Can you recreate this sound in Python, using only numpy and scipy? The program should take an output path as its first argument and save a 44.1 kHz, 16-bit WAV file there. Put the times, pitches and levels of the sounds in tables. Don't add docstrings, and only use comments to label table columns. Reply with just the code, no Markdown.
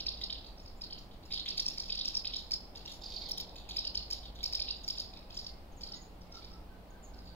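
import sys
import numpy as np
from scipy import signal
from scipy.fft import rfft, irfft
from scipy.io import wavfile
from scipy.ndimage import uniform_filter1d

SR = 44100
rng = np.random.default_rng(int(sys.argv[2]) if len(sys.argv) > 2 else 0)


def store_wav(level_fs):
    pcm = np.round(np.clip(np.atleast_2d(level_fs), -1, 1) * 32767)
    wavfile.write(sys.argv[1], SR, pcm.T.astype(np.int16))


N = 324115
TIME = np.arange(N) / SR
LEFT_RIGHT = np.array([[1], [-1]]) / 2
YARD_T60_S = 0.35

SOFFIT_S = .003
WALL_S, WALL_RANGE_S = .000784, .001
ROOF_S, ROOF_RANGE_S = .013, .012
# (time [s], gain reached at 13 kHz [dB])
BEAK_FACING = [(0, -0.5), (1.5, 0.5), (2.4, -1.5), (2.53, 8), (2.96, 3), (3.01, -4), (3.26, -4),
               (3.28, 20.5), (3.40, 16), (3.45, 0), (3.76, 4.5), (4.45, 4), (4.7, 5), (4.9, 2), (5.3, -6),
               (7.35, -10)]
# (frequency [Hz], gain [dB])
SURFACE_NOTCHES = [(2100, 0), (2520, 2), (2820, -10.5), (3200, 4), (3490, -5.5), (3780, 3.5), (4060, -8.5),
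                   (4340, -1), (4750, 0.5), (5200, -1), (5600, 3.5), (6100, -1.5), (6500, 2)]
# (frequency [Hz], gain [dB])
YARD_TINT = [(2300, 6.0), (3700, 3.5), (4600, 2.0), (5400, -2.5), (7000, 5.5), (12000, 4.0)]


def martins(near_db=-35, fade_db=18, soffit_db=-14, wall_db=-15, roof_db=-14, yard_db=-7.5,
            far_loss_db=2.5, far_echo_db=2.5, aside_ms=.05, count=3):
    direct = np.zeros((2, N))
    sends = np.zeros((count, 2, N))
    place = 0
    for s, voice, db, lag_ms, opens in syllables():
        place = (place + int(opens)) % count
        roof_chance, wall_chance = rng.random(2)
        heard = at_ports(voice, lag_ms) * undb(db)
        far = np.clip((near_db - db) / fade_db, 0, 1) + (lag_ms < aside_ms)
        treble_db = np.interp(s, *np.transpose(BEAK_FACING))
        beamed = colour(heard, [(5800, 0), (13000, treble_db)])
        add(direct, beamed * undb(-far_loss_db * far), s)
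        add(direct, heard * undb(soffit_db), s + SOFFIT_S)
        add(direct, heard * undb(wall_db), s + WALL_S + WALL_RANGE_S * wall_chance)
        add(direct, heard * undb(roof_db), s + ROOF_S + ROOF_RANGE_S * roof_chance)
        unshaded = at_ports(voice, lag_ms, shade_db_per_ms=0)
        add(sends[place], unshaded * undb(db + far_echo_db * far), s)
    echo = sum(yard(send, YARD_T60_S, spread=0.81) for send in sends)
    return colour(direct, SURFACE_NOTCHES) + undb(yard_db) * colour(echo, YARD_TINT)


PAUSE_S, OPENING_FOOT_HZ = .03, 2650
# (time at the top [s], level before losses and echoes [dB], top pitch [Hz], foot pitch [Hz],
# length of the climb [ms], rasp before offsets [dB], strength of the low climb [dB], lead of the left port [ms])
MARTIN_SWEEPS = [(0.008, -37.5, 5280, 2930, 4.9, -28, -4, 0.091),
                 (0.07, -33.5, 5270, 2587, 6.1, -28, -8.5, 0.098),
                 (0.091, -33.5, 5140, 2795, 7.5, -38, -7, 0.11),
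                 (0.1768, -51, 5300, 2770, 4.6, -24, -2, 0.093),
                 (0.1925, -52, 5070, 2790, 8.1, -26, -7, 0.11),
                 (0.2205, -40, 4970, 1943, 6.8, -16, 9, 0.091),
                 (0.2416, -35, 5200, 2836, 6.5, -29, -3, 0.1),
                 (0.308, -38, 5280, 2970, 5.5, -26, 10, 0.091), (0.3304, -38, 5110, 2830, 5.1, -26, 3, 0.1),
                 (0.4496, -51, 4960, 2520, 5.8, -21, 3, 0.08), (0.472, -50.5, 5200, 2836, 7, -16, 3, 0.1),
                 (0.583, -57.0, 5420, 2790, 6.8, -34, -14, 0.094),
                 (0.602, -53, 5310, 2380, 4.9, -22, -6, 0.1),
                 (0.6625, -53, 5260, 2380, 4.1, -28, -8, 0.098),
                 (0.682, -52.5, 5320, 2770, 7.9, -26, -7.5, 0.11),
                 (0.82, -41.5, 5240, 2390, 5.7, -25, -11, 0.11),
                 (0.8431, -42.5, 5100, 2843, 7.9, -26, -3, 0.12),
                 (0.9107, -45.5, 5300, 2970, 5.2, -33, -3, 0.097),
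                 (0.932, -41, 5040, 2785, 6.8, -27, -3, 0.11),
                 (0.9938, -57.5, 5260, 2820, 5.5, -12, -14, 0.14),
                 (1.02, -68, 4870, 2800, 7, -20, -11, 0.086), (1.1197, -58, 4630, 3020, 4.8, -10, 18, 0.1),
                 (1.141, -64, 5400, 2800, 6, -4, 7, 0.12), (1.2362, -57, 4800, 2680, 5.9, -21, 3, 0.11),
                 (1.26, -55.5, 5160, 2800, 6.3, -8, -14, 0.12),
                 (1.312, -47, 4780, 2090, 3.7, -20, 2, 0.093),
                 (1.325, -36, 5130, 2444, 6.3, -29, -9, 0.096), (1.337, -39, 5030, 3000, 4.1, -20, 0, 0.11),
                 (1.3447, -37, 5190, 2770, 6.1, -22, -0.5, 0.094),
                 (1.358, -41.5, 4720, 3120, 5.3, -21, 10, 0.1),
                 (1.381, -38.5, 5090, 2720, 6.2, -26, 6, 0.11),
                 (1.4025, -37.5, 5160, 2840, 6, -18, 18, 0.11),
                 (1.4651, -39, 4500, 1894, 5.5, -16, 15, 0.1),
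                 (1.4859, -38.5, 4900, 2588, 5.5, -20, 9, 0.13),
                 (1.4904, -36.5, 5370, 2807, 6.1, -25, -7, 0.1),
                 (1.5105, -37.5, 5130, 2780, 6.3, -22, 1, 0.11),
                 (1.583, -33.5, 5260, 2480, 5.8, -16, -1.5, 0.1),
                 (1.6012, -31, 5390, 2820, 5.1, -19.5, 2.5, 0.11),
                 (1.665, -33.0, 5450, 2480, 5.6, -27, -12, 0.11),
                 (1.6857, -34, 5330, 2786, 5.4, -21, -17, 0.11),
                 (1.704, -44.5, 5300, 2820, 5.7, -5, 10, 0.11),
                 (1.783, -37.5, 5240, 2160, 5, -25, -11, 0.11),
                 (1.8037, -36, 5350, 2794, 6.2, -22, -10, 0.11),
                 (1.8415, -47, 5230, 3100, 5.1, -13, 5, 0.11),
                 (1.864, -48.5, 5320, 2810, 8.3, -17, -2, 0.1),
                 (1.8878, -47, 5400, 2820, 8.2, -20, -10, 0.108),
                 (1.9049, -35.5, 5170, 2480, 6.1, -33, -6.5, 0.1),
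                 (1.927, -34, 5150, 2760, 5.5, -30, -2.5, 0.11),
                 (1.955, -39.5, 5350, 3100, 6.4, -23, -18, 0.11),
                 (1.9804, -40, 5220, 2820, 7.7, -35, -9, 0.11),
                 (1.995, -37.5, 5330, 2873, 6.3, -22, 8, 0.11),
                 (2.0172, -35, 5180, 2815, 6.46, -31, 0, 0.097),
                 (2.058, -35, 5320, 2710, 5.5, -21, -10, 0.11),
                 (2.0847, -33.5, 5380, 2800, 7.4, -26, -9, 0.11),
                 (2.153, -32.5, 5380, 2487, 5.7, -29, -18.5, 0.11),
                 (2.173, -31, 5340, 2780, 7.2, -23, -9, 0.11),
                 (2.2563, -36, 5010, 2492, 5.8, -29, -2, 0.095),
                 (2.277, -36, 5270, 2770, 7.9, -22.5, 2, 0.086),
                 (2.3433, -36, 5240, 2897, 4.8, -24, 6, 0.1),
                 (2.3664, -36.5, 5180, 2803, 6.9, -19.5, 0.5, 0.11),
                 (2.393, -44, 5180, 2820, 6.8, -21.5, -10, 0.108),
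                 (2.52, -32, 5350, 2193, 7, -28.5, -19, 0.11),
                 (2.5394, -31, 5310, 2820, 6.3, -27, -17, 0.11),
                 (2.76, -46, 5190, 2614, 4.4, -17.5, 4.5, 0.1),
                 (2.779, -48.5, 5270, 2790, 8.1, -11, 1, 0.12),
                 (2.862, -44.5, 5550, 2700, 4.5, -18, 4, 0.11), (2.883, -44, 4630, 2400, 4.8, -7, 14, 0.12),
                 (2.904, -50, 4650, 3120, 8.3, -1, -5, 0.11),
                 (2.9225, -47.5, 5090, 2775, 5.8, -1, -4, 0.11),
                 (2.9423, -52, 5500, 2800, 6.2, -6, -10, 0.11), (2.954, -59, 5270, 2790, 6, -6, -12, 0.11),
                 (3.0224, -48.5, 5120, 3500, 4.1, -19, -6, 0.015),
                 (3.0426, -43, 5050, 3700, 7.1, -17, -6, 0.015),
                 (3.0652, -42.5, 4920, 3700, 7.7, -21, -5, 0.015),
                 (3.088, -51, 5230, 3700, 6.5, -20, -15, 0.015),
                 (3.107, -46, 4860, 3500, 5.1, -13, -5, 0.015),
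                 (3.128, -46, 5200, 2834, 6.6, -12, 9, 0.015),
                 (3.1456, -44, 5070, 3600, 6.8, -18, -4, 0.015),
                 (3.1658, -37.5, 4740, 3700, 4.55, -27, -13, 0.014),
                 (3.19, -50, 5040, 3600, 7.2, -17, -3, 0.015),
                 (3.2094, -53.5, 5350, 2800, 8.4, -20, -16, 0.015),
                 (3.2226, -44, 4950, 2990, 4.7, -14, 9, 0.015),
                 (3.2422, -48, 4920, 3600, 9, -26, -15, 0.015),
                 (3.2627, -43, 4870, 3600, 5.7, -32, -8, 0.015),
                 (3.297, -42.5, 5200, 3120, 4.5, -19.5, -4, 0.11),
                 (3.3177, -34.5, 5420, 2770, 7.4, -27, -12, 0.11),
                 (3.384, -38.5, 5370, 3080, 5, -20, -0.5, 0.1),
                 (3.4092, -38.0, 5440, 2807, 10.3, -18, 0.5, 0.12),
                 (3.4943, -53, 5140, 2300, 5, -25, -1, 0.1), (3.566, -48, 4850, 2400, 4.8, -12, 1, 0.098),
                 (3.588, -51.5, 4900, 2760, 5.9, -8, 12, 0.11), (3.659, -59, 4760, 2750, 6, -21, 18, 0.096),
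                 (3.6998, -43.5, 4760, 2410, 6.2, -7.5, 5, 0.11),
                 (3.7164, -41, 5090, 2800, 7.4, -20, 5, 0.11), (3.7325, -60, 5260, 2790, 8, -17, 1, 0.12),
                 (3.771, -33.5, 5190, 2387, 4.8, -24, -8, 0.11),
                 (3.791, -33, 5200, 2790, 8.1, -37, -7, 0.12),
                 (3.8545, -37.5, 5300, 2830, 5.8, -29, -1, 0.1),
                 (3.875, -34.5, 5150, 2850, 6.1, -29, -2.5, 0.12),
                 (3.9556, -33, 5250, 2800, 5.6, -30, -8.5, 0.11),
                 (3.9778, -33, 5180, 2797, 7.02, -28, -5, 0.102),
                 (4.1119, -36.5, 5330, 2173, 5, -22, -15, 0.11),
                 (4.1317, -34.5, 5230, 2785, 7.4, -22, -10, 0.11),
                 (4.24, -52, 4870, 3050, 5.1, -17, 14, 0.11), (4.2614, -48, 5080, 2794, 7.1, -9, 16, 0.11),
                 (4.3677, -52, 4860, 2810, 11.4, 6, 5, 0.12), (4.394, -53, 4680, 2940, 5.2, -9, 17, 0.11),
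                 (4.414, -48.0, 4970, 2780, 8.6, -31, 13, 0.11),
                 (4.4414, -32.5, 5220, 2296, 6.8, -20, -12.5, 0.12),
                 (4.4616, -34.5, 5300, 2783, 7.1, -25, -6, 0.12),
                 (4.5344, -35, 5280, 2496, 5.7, -25, -14, 0.12),
                 (4.554, -31, 5300, 2774, 6.8, -24.5, -6, 0.12),
                 (4.6026, -33.5, 5220, 2424, 6.1, -28.5, -7.5, 0.11),
                 (4.6235, -33.5, 5190, 2797, 7.1, -35, -3.5, 0.11),
                 (4.69, -37, 5250, 2710, 5.6, -37, 4, 0.098), (4.7115, -34, 5120, 2810, 6.4, -30, -2, 0.11),
                 (4.8463, -45.5, 5430, 3100, 7.5, -16, -8, 0.11),
                 (4.8869, -34.5, 5220, 2200, 4.2, -23.5, -24, 0.12),
                 (4.9073, -34, 5290, 2850, 6.9, -26, -10, 0.12),
                 (4.9837, -38.5, 5140, 2484, 6.8, -25, -11.5, 0.11),
                 (5.0044, -35, 5210, 2807, 8.8, -24, -13, 0.12),
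                 (5.1395, -50.5, 5120, 2290, 3.6, -21, 5, 0.11),
                 (5.1755, -51, 5170, 2390, 5.2, -30, 0, 0.12),
                 (5.193, -55.5, 5130, 2800, 6.5, -22, -7, 0.1),
                 (5.309, -49.5, 5000, 2456, 3.7, -19, 1, 0.13), (5.33, -52, 5200, 2810, 5.8, -22, -1, 0.11),
                 (5.3535, -48.5, 4940, 3170, 8.9, -7, -11, 0.12),
                 (5.3762, -38.5, 5410, 2826, 7.4, -23, -19, 0.12),
                 (5.3954, -41.5, 5280, 2800, 7.6, -24, -6, 0.13),
                 (5.448, -49, 5460, 3010, 4.7, -26, -14, 0.13),
                 (5.47, -41.0, 5230, 2810, 5.5, -20, -8, 0.12),
                 (5.8172, -47, 5100, 2364, 4.1, -15, -15, 0.12),
                 (5.8398, -40, 5340, 2760, 6.9, -20, -4, 0.11),
                 (5.876, -47, 5210, 3130, 6.9, -22, -4, 0.11), (5.923, -44, 5430, 2870, 4.9, -37, -5, 0.11),
                 (5.9441, -42.5, 5050, 2790, 8.4, -30, -5, 0.12),
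                 (6.219, -58, 5300, 2800, 4.4, -26, -14, 0.11), (6.2348, -71, 5130, 2800, 5, -16, -6, 0.13),
                 (6.3257, -51, 5420, 2435, 3.8, -16, -8, 0.1),
                 (6.3567, -48.5, 5270, 2790, 8.6, -17, -6, 0.12),
                 (6.3734, -51, 5000, 2776, 5.4, -19, -9, 0.12),
                 (6.394, -55.0, 5300, 2770, 6.7, -22, -7, 0.1),
                 (6.4298, -53, 4900, 2180, 7.2, -30, -3, 0.12),
                 (6.4494, -50.5, 5330, 2805, 6, -24, -6, 0.11), (6.518, -58, 5370, 2395, 5, -23, -12, 0.11),
                 (6.537, -56, 5360, 2850, 8.2, -29, -16, 0.11),
                 (7.146, -60, 5250, 2340, 5.3, -16, -11, 0.065),
                 (7.191, -55.5, 5120, 2430, 6.2, -22, -11, 0.11),
                 (7.205, -65, 5050, 2786, 6, -21, -7, 0.12), (7.262, -57, 4900, 3500, 6.1, -21, -17, 0.12),
                 (7.28, -53, 4840, 3600, 8.6, -29, -6, 0.12)]


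def syllables():
    before = -1
    for s, db, top_hz, foot_hz, rise_ms, rasp_db, climb_db, lag_ms in MARTIN_SWEEPS:
        opens = s - before > PAUSE_S or foot_hz < OPENING_FOOT_HZ
        before = s
        voice, start = syllable(top_hz, foot_hz, rise_ms / 1000, opens, rasp_db, climb_db)
        yield s + start, voice, db, lag_ms, opens


GRIT = .5
LOOSE = .28
SHAKE = .015
CREST_DIP_DB, PLUNGE_DB = -8.5, -0.5
MELLOW_DB, SHRILL_DB = -2, -17
OCTAVE_DB = -14
# (frequency [Hz], gain [dB])
THROAT_RESPONSE = [(1500, -13.5), (2300, -5.5), (3100, -0.5), (3700, 5), (4400, 3), (5250, 3), (5700, 1.5),
                   (6200, -1.5), (7100, 0), (8200, -28), (10300, -10.5), (11200, -13), (12200, -4),
                   (13200, -17), (15000, -22)]


def syllable(top_hz, foot_hz, rise, opens, rasp_db, climb_db, attack=0.0016, release=0.0019,
             overtone_db=9, grit_db=7, scrape_db=-1.0, start_db=-5.0, flutter_db=3):
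    t = np.arange(-800, 500) / SR
    hz, slack, hold, crest = pitch_arch(t, top_hz, foot_hz, rise, opens)
    shaken_hz = hz * (1 + (0.017 + SHAKE * slack) * wander(len(t), 900))
    phase = 2 * np.pi * np.cumsum(shaken_hz) / SR
    fade_in = np.clip((t + rise + hold) / attack, 0, 1)
    fade_out = np.clip((crest + PLUNGE_S - t) / release, 0, 1)

    above_lowest = np.clip((hz - 2200) / 800, 0, 1)
    below_top = np.clip((top_hz - hz) / 1400, 0, 1)
    pushed_db = np.minimum(climb_db, climb_db * above_lowest) * below_top
    dip_db = CREST_DIP_DB * (not opens) * np.exp(-((t - crest + 0.00052) / 0.0011) ** 2)
    closing_db = dip_db + PLUNGE_DB * (t > crest)
    effort = undb(pushed_db + closing_db + start_db * slack ** 4 + flutter_db * wander(len(t), 600))

    buzz = np.minimum(undb(rasp_db + overtone_db), 1)
    claps = phase + 0.064 * wander(len(t), 2700)
    second = (0.49 + 0.091 * slack ** 4) * np.sin(2 * claps)
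    overtones = buzz * (second + 0.34 * np.sin(3 * claps))
    shrill = opens * np.clip((MELLOW_DB - climb_db) / (MELLOW_DB - SHRILL_DB), 0, 1)
    octave = shrill * undb(OCTAVE_DB) * slack ** 6 * np.sin(2 * claps)
    settling = GRIT + (1 - GRIT) * slack
    scrape = undb(scrape_db) * buzz * settling * rng.standard_normal(len(t))
    grit = np.minimum(undb(rasp_db + grit_db), .4) * settling + LOOSE * slack
    tone = effort * np.sin(phase) * (1 + grit * wander(len(t), 3600))

    voice = colour(fade_in * fade_out * (tone + overtones + octave + scrape), THROAT_RESPONSE)
    return voice / rms(voice[(t > -.011) & (t < .004)]), t[0]


OPENING_HOLD_S, HOLD_S = 0.0049, 0.0011
OPENING_CREST_S, CREST_S = .0009, .0026
SAG_HZ_PER_S = 55100
PLUNGE_HZ_PER_S, PLUNGE_S = 800000, .0027
BEND_SCATTER, CREST_SCATTER = .13, .15
OPENING_CLIMB_CURVE = [(0, 0), (.12, .22), (.27, .5), (.5, .64), (.72, .87), (1, 1)]
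LATER_CLIMB_CURVE = [(0, 0), (.13, .22), (.3, .53), (.48, .72), (.7, .79), (.87, .94), (1, 1)]


def pitch_arch(t, top_hz, foot_hz, rise, opens):
    if opens:
        hold, crest, climb = OPENING_HOLD_S, OPENING_CREST_S, OPENING_CLIMB_CURVE
    else:
        hold, crest, climb = HOLD_S, CREST_S, LATER_CLIMB_CURVE
    crest_chance, bend_chance = rng.standard_normal(2)
    crest = crest * np.exp(CREST_SCATTER * crest_chance)
    progress = np.clip(1 + t / rise, 0, 1) ** np.exp(BEND_SCATTER * bend_chance)
    climbed = np.interp(progress, *np.transpose(climb))
    slack = 1 - uniform_filter1d(climbed, size=24)
    early = np.clip(-t - rise, 0, hold)
    late = np.clip(t - crest, 0, PLUNGE_S)
    hz = top_hz + (foot_hz - top_hz) * slack + SAG_HZ_PER_S * early - PLUNGE_HZ_PER_S * late
    return hz, slack, hold, crest


def at_ports(voice, lag_ms, shade_db_per_ms=50):
    turn = 2 * np.pi * np.fft.rfftfreq(len(voice), 1 / SR) * lag_ms / 1000
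    off_axis_ms = lag_ms - .104
    lagged = irfft(rfft(voice) * np.exp(1j * LEFT_RIGHT * turn), len(voice))
    return lagged * undb(LEFT_RIGHT * shade_db_per_ms * off_axis_ms)


YARD_DELAY_S, YARD_BUILD_S = .0025, .004


def yard(x, t60, spread, clump_db=6):
    t = TIME[:SR]
    build = 1 - np.exp(-np.maximum(t - YARD_DELAY_S, 0) / YARD_BUILD_S)
    decay = np.exp(-np.log(1000) * t / t60)
    clumps = undb(clump_db * np.tanh(wander(SR, 216)))
    mid, side = rng.standard_normal((2, SR)) * build * decay * clumps
    response = np.array([mid + spread * side, mid - spread * side])
    response = response / rms(response) / np.sqrt(SR)
    return signal.fftconvolve(np.broadcast_to(x, (2, N)), response, axes=1)[:, :N]


LISP_NOTES = [(.625, 0.022, 7000, 6440, -68), (.765, 0.029, 7200, 7150, -71),
              (4.765, .018, 7160, 7050, -69), (5.715, 0.027, 7050, 5900, -71),
              (5.765, 0.035, 7500, 6150, -63), (5.945, 0.043, 6600, 6780, -59.5),
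              (6.012, 0.022, 6930, 6450, -57.5), (6.9, 0.016, 6870, 6340, -66.5),
              (7.025, 0.042, 7300, 6420, -57.5)]
FAR_CALL_NOTES = [(3.205, 0.027, 2530, 1790, -62), (5.85, 0.07, 1416, 1380, -68),
                  (6.3, 0.065, 1385, 1300, -59), (6.46, 0.12, 1330, 1290, -67),
                  (6.67, 0.062, 1520, 1535, -64), (6.88, 0.075, 1535, 1550, -64),
                  (7.1, 0.059, 1520, 1504, -66), (7.28, .06, 1480, 1570, -66)]
FAR_WHISTLE_NOTES = [(5.38, .22, 2090, 2120, -75), (5.49, .17, 2850, 2860, -77),
                     (5.64, 0.3, 2976, 2990, -76), (5.87, 0.14, 2020, 1950, -68),
                     (6.07, 0.041, 2810, 2740, -70), (6.22, 0.13, 2140, 2180, -73)]


def other_birds(lisp_echo_db=-4, call_echo_db=1.5, song_echo_db=0):
    lisps = whistles(LISP_NOTES, waver=0.022, waver_hz=562)
    calls = whistles(FAR_CALL_NOTES, waver=0.027, waver_hz=201.6)
    song = whistles(FAR_WHISTLE_NOTES, waver=.007, waver_hz=60)
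    far = undb(call_echo_db) * calls + undb(song_echo_db) * song
    lisp_echo = undb(lisp_echo_db) * yard(lisps, YARD_T60_S, spread=1.0)
    return lisps + lisp_echo + yard(far, 0.34, spread=0.62)


def whistles(notes, waver, waver_hz):
    out = np.zeros(N)
    for s, length, start_hz, end_hz, db in notes:
        size = max(int(length * SR), 64)
        hz = np.linspace(start_hz, end_hz, size) * (1 + waver * wander(size, waver_hz))
        swell = np.sqrt(2 * np.hanning(size))
        add(out, undb(db) * swell * np.sin(2 * np.pi * np.cumsum(hz) / SR), s)
    return out


AIR_DB = -50.5
# (frequency [Hz], relative density [dB])
AIR_SPECTRUM = [(20, -2), (34, 2.5), (70, -5), (110, -13.5), (300, -15), (430, -17.5), (800, -16.5),
                (1100, -24), (1700, -31.5), (4500, -35), (6500, -46), (9000, -46.5), (14500, -44),
                (16000, -40)]
# (time [s], roar [dB])
TYRE_ROAR = [(0, -58.5), (.8, -62), (2.6, -60.5), (3.45, -55), (3.8, -59), (7.35, -60.5)]
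# (frequency [Hz], correlation [0-1])
PORT_LIKENESS = [(30, 0.9), (120, 0.96), (280, 0.89), (600, 0.65), (1400, 0), (15000, 0.08)]


def traffic(roar_swing=0.82):
    alike = np.clip(along(PORT_LIKENESS, N), 0, 1)
    noise = rfft(rng.standard_normal((2, N)))
    mid, side = irfft(noise * np.sqrt([1 + alike, 1 - alike]), N)
    air = colour(np.array([mid + side, mid - side]), AIR_SPECTRUM)
    air = air * undb(AIR_DB) / rms(air)
    s, roar_db = np.transpose(TYRE_ROAR)
    swell_db = roar_swing * np.interp(TIME, s, roar_db - roar_db.mean())
    roar = colour(air, [(250, -34), (450, -2.0), (950, 0), (1500, -67)])
    return air + roar * (undb(swell_db) - 1)


ENGINE_WAVER = .015
# (time [s], level before engine_db [dB])
ENGINE_LEVEL = [(0, -48), (.6, -61), (3.45, -59), (3.65, -47.5), (4.8, -50), (5.1, -65), (5.6, -51),
                (6, -61.5), (7.35, -53)]


def drone(engine_hz=53.9, engine_db=-3.5, hum_hz=182, hum_db=-69):
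    engine_pitch = engine_hz * (1 + ENGINE_WAVER * wander(N, 10))
    engine = np.sin(2 * np.pi * np.cumsum(engine_pitch) / SR) * (1 + 0.098 * wander(N, 18))
    hum_pitch = hum_hz * (1 + 0.0189 * wander(N, 15))
    hum = np.sin(2 * np.pi * np.cumsum(hum_pitch) / SR) * (1 + 0.67 * wander(N, 8))
    level_db = engine_db + np.interp(TIME, *np.transpose(ENGINE_LEVEL))
    return np.sqrt(2) * (engine * undb(level_db) + hum * undb(hum_db))


def undb(db):
    return 10 ** (np.asarray(db) / 20)


def rms(x):
    return np.sqrt(np.mean(x ** 2)) + 1e-12


def along(points, size):
    hz, value = np.transpose(points)
    return np.interp(np.log(np.fft.rfftfreq(size, 1 / SR) + 1), np.log(hz), value)


def colour(x, points):
    size = x.shape[-1]
    return irfft(rfft(x) * undb(along(points, size)), size)


def wander(size, hz):
    x = signal.resample(rng.standard_normal(int(size * hz / SR) + 4), size)
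    return x / rms(x)


def add(out, x, s):
    start = int(round(s * SR))
    a, b = max(start, 0), min(start + x.shape[-1], N)
    if b > a:
        out[..., a:b] += x[..., a - start:b - start]


def scene():
    return martins() + other_birds() + traffic() + drone()


TOP_HZ = 15700
# (frequency [Hz], left minus right [dB])
PORT_LEVEL_DIFFERENCE = [(30, -0.5), (1200, -0.4), (2600, 1), (3050, 0.5), (3500, -.5), (4200, -5.5),
                         (5200, -0.5), (6000, -1.5), (6800, -3), (7400, 0.5), (9000, 1), (11000, -1),
                         (12000, 5.5), (15000, 1.5)]
# (frequency [Hz], lead of the left [rad])
PORT_PHASE_LEAD = [(1600, -0.011), (2500, -0.36), (3300, -0.63), (3750, -0.78), (4150, 0.09),
                   (5000, -0.072), (5500, -0.077), (6050, -0.91), (6500, 0.9), (7300, 0.43), (8600, 1.25),
                   (11000, 0.66), (12200, 1.2)]


def record(dry):
    balance = undb(LEFT_RIGHT * along(PORT_LEVEL_DIFFERENCE, N))
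    bend = np.exp(1j * LEFT_RIGHT * along(PORT_PHASE_LEAD, N))
    low_pass = signal.ellip(10, .2, 70, TOP_HZ, fs=SR, output="sos")
    return signal.sosfilt(low_pass, irfft(rfft(dry) * balance * bend, N))


dry = scene()
out = record(dry)
store_wav(out)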